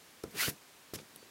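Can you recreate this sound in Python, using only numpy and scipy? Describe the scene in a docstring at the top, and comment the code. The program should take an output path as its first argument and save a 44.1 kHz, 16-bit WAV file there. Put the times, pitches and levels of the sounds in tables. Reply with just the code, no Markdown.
"""A climber's feet land on a foam mat at the foot of a rock wall: three dull footfalls, each a thump
and a low rumble as the mat settles. One shoe is wiped over grit in a scrape that half squeaks as its
rubber sticks and slips. The last step scuffs briefly, and faint taps and ticks of grit follow.
The rock throws back a short echo; behind it all are a quiet outdoor hiss and one faint whistle."""
import sys
import numpy as np
from scipy import signal
from scipy.fft import rfft, irfft
from scipy.io import wavfile

SR = 44100
rng = np.random.default_rng(int(sys.argv[2]) if len(sys.argv) > 2 else 0)


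def master_out(mix):
    """Clip the mix to full scale and print it as 16-bit PCM to the path in sys.argv[1]."""
    frames = np.transpose(np.atleast_2d(mix))
    ceiling = np.clip(frames, -1, 1)
    pcm = np.round(ceiling * 32767).astype(np.int16)
    wavfile.write(sys.argv[1], SR, pcm)


N = 57330
T = np.arange(N) / SR

# tone of the mat's low rumble, also used for rubbing and rustling (frequency [Hz], level [dB])
RUMBLE_SPECTRUM = [(25, -16), (65, -18), (140, -0.5), (210, 0.5), (330, -2.5), (450, -0.5), (650, -12.5),
                   (1500, -23), (5000, -60)]


def footfalls():
    """Each step makes the mat ring in a few quickly dying tones; it then settles with a low rumble."""
    # steps and soft taps (start [s], level [dB], pitch [factor], contact time [s],
    # boost of the deep tones [dB], rumble level [dB])
    landings = [(0.2385, -22, 1.07, 0.0013, -2, -42), (.254, -37, 1.05, 0.003, 2, -83),
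                (0.277, -32.5, 0.81, 0.0053, 3, -77), (.4803, -23.5, 1.0, .0006, -5, -52),
                (0.516, -47, 0.99, 0.0018, 14, -64), (0.9357, -30, 1.04, 0.00036, -2, -48),
                (0.9608, -38, 0.86, 0.00064, 3, -49.5), (0.999, -37, 1.2, 0.0017, -18, -71),
                (1.017, -41, 0.87, 0.0019, -8, -56.5), (1.227, -35.5, 1.19, 0.0033, -17, -72)]
    # tones of the mat under a shoe (frequency [Hz], level [dB], time to fade by 60 dB [s])
    mat_tones = [(83, -26, 0.1), (135, -14, 0.069), (333.3, 1, 0.017), (399, -9.5, 0.03),
                 (574, -23.5, 0.029), (1247, -10.5, 0.013)]
    deep_below_hz = 200
    out = np.zeros(N)
    for start, db, pitch, contact_s, boost_db, rumble_db in landings:
        age = np.maximum(T - start, 0)
        thump = np.zeros(N)
        for hz, tone_db, fade_s in mat_tones:
            fading_db = tone_db + boost_db * (hz < deep_below_hz) - 60 * age / fade_s
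            thump += amp(fading_db) * np.sin(2 * np.pi * hz * pitch * age)
        press = 1 - np.exp(-age / contact_s)
        out += amp(db) * thump * press
        settling = burst(start, rise_s=0.0076, fade_s=0.2)
        out += amp(rumble_db) * settling * colour(noise(), RUMBLE_SPECTRUM)
    return out


def friction(slips_per_s=7000, spread_db=2.5, smooth_share=0.33):
    """A sliding sole makes many tiny slips of uneven size over a smooth rub."""
    sizes = amp(spread_db * np.minimum(rng.exponential(1, N), 4)) * np.sign(noise())
    slips = unit(sizes * (rng.random(N) < slips_per_s / SR))
    return np.sqrt(1 - smooth_share) * slips + np.sqrt(smooth_share) * noise()


def shoe_wipe():
    """The sole drags over grit: a rasp, a fine fizz and low rubbing."""
    # loudness along the wipe (time [s], rasp [dB], fizz [dB], rubbing [dB])
    wipe_levels = [(0.308, -68, -58, -73), (.338, -62, -65, -51.5), (0.352, -50, -56, -46),
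                   (0.386, -38, -43.5, -49.5), (0.41, -32.5, -36, -69), (0.432, -32.5, -37.5, -48),
                   (0.459, -38.5, -38.5, -53.5), (0.483, -38, -41.5, -42), (0.499, -44, -34.5, -50.5),
                   (0.508, -50, -55, -49), (0.529, -70.5, -57.5, -57.5), (0.571, -75, -80, -66.5)]
    # tone of the coarse rasp (frequency [Hz], level [dB])
    rasp = [(200, -17), (700, -11.5), (1100, -4.5), (1600, 0.5), (2600, 1), (3700, -3), (4800, -3),
            (7000, -8.5), (16000, -11.5)]
    # tone of the fine fizz (frequency [Hz], level [dB])
    fizz = [(1000, -30), (4000, -2), (6500, 0.5), (8500, -2), (11000, 3.5), (14000, 1), (16000, -3)]
    times, *levels = np.transpose(wipe_levels)
    out = np.zeros(N)
    for db, spectrum in zip(levels, (rasp, fizz, RUMBLE_SPECTRUM)):
        loudness = amp(np.interp(T, times, db, left=-120, right=-120))
        out += loudness * colour(friction(), spectrum)
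    return out


def rubber_squeaks(pitch_wobble=0.0338, flutter=0.54, flutter_hz=175):
    """Rubber sticks and slips unsteadily: rough rising tones, each with two overtones."""
    # squeaks (start [s], length [s], first pitch [Hz], last pitch [Hz], level [dB], overtones [dB])
    squeaks = [(0.389, 0.043, 1980, 2108, -33, -34), (0.419, 0.037, 1391, 1482, -37, -3.5),
               (0.447, 0.0282, 1450, 1676, -46.5, 7.5)]
    out = np.zeros(N)
    for start, length, first_hz, last_hz, db, overtone_db in squeaks:
        glide_hz = np.interp(T, [start, start + length], [first_hz, last_hz])
        hz = glide_hz * (1 + pitch_wobble * wander(2 * flutter_hz))
        phase = 2 * np.pi * np.cumsum(hz) / SR
        for harmonic, gain in enumerate(amp([0, overtone_db, overtone_db]), start=1):
            tone = gain * np.sin(harmonic * phase) * (1 + flutter * wander(flutter_hz))
            out += amp(db) * arch(start, length) * tone
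    return out


def scuffs_and_clicks():
    """Short gritty scuffs of the sole, with a dull crack and a pebble's dull click."""
    # scuffs, crack and click (start [s], time before fading [s], level [dB], treble cut-off [Hz])
    contacts = [(0.235, 0.0024, -41.5, 11650), (0.481, 0.0013, -32.5, 1970), (.9353, 0.024, -41.5, 15000),
                (0.9604, .003, -52, 7020), (0.969, 0.044, -58.5, 9600), (0.9865, 0.0017, -40.5, 4100)]
    # the tone they share (frequency [Hz], level [dB])
    spectrum = [(200, 2), (700, -8.5), (1500, -4), (3000, -6), (5500, -1.5), (8500, -6), (11000, -3.5),
                (16000, -6)]
    out = np.zeros(N)
    for start, hold_s, db, cutoff_hz in contacts:
        loudness = amp(db) * burst(start, rise_s=0.0027, fade_s=0.021, hold_s=hold_s)
        out += loudness * colour(friction(), spectrum, cutoff_hz)
    return out


def grit_ticks():
    """Grit snaps under the sole in a quick cluster of tiny bright ticks."""
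    # snaps of grit (time [s], level [dB])
    snaps = [(1.1563, -56), (1.1599, -38), (1.1611, -33.5)]
    # tone of a snap (frequency [Hz], level [dB])
    spectrum = [(500, -8), (1500, -30), (2600, -6.5), (4500, -13), (7500, -18), (10000, 1.5), (13000, -11),
                (16000, -7)]
    loudness = sum(amp(db) * burst(start, rise_s=0.00026, fade_s=0.0057) for start, db in snaps)
    return loudness * colour(noise(), spectrum)


def wall_echo(sound, echo_db=-16.5, echoes_per_s=2000):
    """The rock throws the sound back as many short, scattered echoes."""
    echoes = noise() * (rng.random(N) < echoes_per_s / SR)
    echoes *= burst(0.0028, rise_s=0.0012, fade_s=0.084)
    return amp(echo_db) * signal.fftconvolve(sound, echoes / np.linalg.norm(echoes))[:N]


def weight_shift():
    """The climber shifts his weight with a faint low rustle."""
    # the rustle (start [s], length [s], level [dB])
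    rustle = (0.98, 0.44, -66.5)
    start, length, db = rustle
    return amp(db) * arch(start, length) * colour(noise(), RUMBLE_SPECTRUM)


def far_whistle(pitch_wobble=0.0061):
    """A faint thin whistle, perhaps a far bird."""
    # the whistled note (start [s], length [s], pitch [Hz], level [dB])
    note = (1.155, .105, 4570, -63)
    start, length, hz, db = note
    wavering_hz = hz * (1 + pitch_wobble * wander(up_to_hz=80))
    return amp(db) * arch(start, length) * np.sin(2 * np.pi * np.cumsum(wavering_hz) / SR)


def air_hiss(level_db=-58.5):
    """The steady hiss of the open air."""
    # tone of the hiss (frequency [Hz], level [dB])
    spectrum = [(25, -12), (60, -5.5), (140, -3), (280, -1), (500, -3), (900, -3.5), (1600, -3.5),
                (4000, -6.5), (9000, -10.5), (15800, -14.5)]
    return amp(level_db) * colour(noise(), spectrum)


def amp(db):
    """Turns decibels into a factor to multiply by."""
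    return 10 ** (np.asarray(db) / 20)


def unit(x):
    """Scales x to an average strength (rms) of 1."""
    return x / np.sqrt(np.mean(x ** 2) + 1e-20)


def colour(x, spectrum, cutoff_hz=1e6):
    """Gives x the tone of a spectrum table, dulled above the cut-off, at strength 1."""
    hz = np.fft.rfftfreq(N, 1 / SR)
    table_hz, db = np.transpose(spectrum)
    gain = amp(np.interp(np.log(hz + 1), np.log(table_hz), db))
    gain /= np.sqrt(1 + (hz / cutoff_hz) ** 8)
    gain *= np.minimum(hz / 25, 1)  # fades out below 25 Hz
    return unit(irfft(rfft(x) * gain, N))


def noise():
    """White noise."""
    return rng.standard_normal(N)


def burst(start, rise_s, fade_s, hold_s=0):
    """A loudness curve that rises and, from hold_s after its start, drops 60 dB every fade_s."""
    fading_s = np.maximum(T - start - hold_s, 0)
    return np.clip((T - start) / rise_s, 0, 1) * amp(-60 * fading_s / fade_s)


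def arch(start, length):
    """A loudness curve that swells and fades."""
    return np.sin(np.pi * np.clip((T - start) / length, 0, 1))


def wander(up_to_hz):
    """A smooth random wobble of strength 1."""
    hz = np.fft.rfftfreq(N, 1 / SR)
    return unit(irfft(rfft(noise()) / (1 + (hz / up_to_hz) ** 4), N))


def scene():
    """The feet, their echo and the quiet background, in one channel."""
    feet = footfalls() + shoe_wipe() + scuffs_and_clicks() + grit_ticks() + rubber_squeaks()
    return (feet + wall_echo(feet) + far_whistle() + weight_shift() + air_hiss())[None]


def record(dry):
    """Trims away the deepest bass and the highest treble."""
    low_cut_hz, high_cut_hz = 69.5, 15950
    bass_filter = signal.butter(2, low_cut_hz, "highpass", fs=SR, output="sos")
    treble_filter = signal.firwin(511, high_cut_hz, window=("kaiser", 9), fs=SR)
    return signal.oaconvolve(signal.sosfilt(bass_filter, dry), treble_filter[None], "same")


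dry = scene()
out = record(dry)
master_out(out)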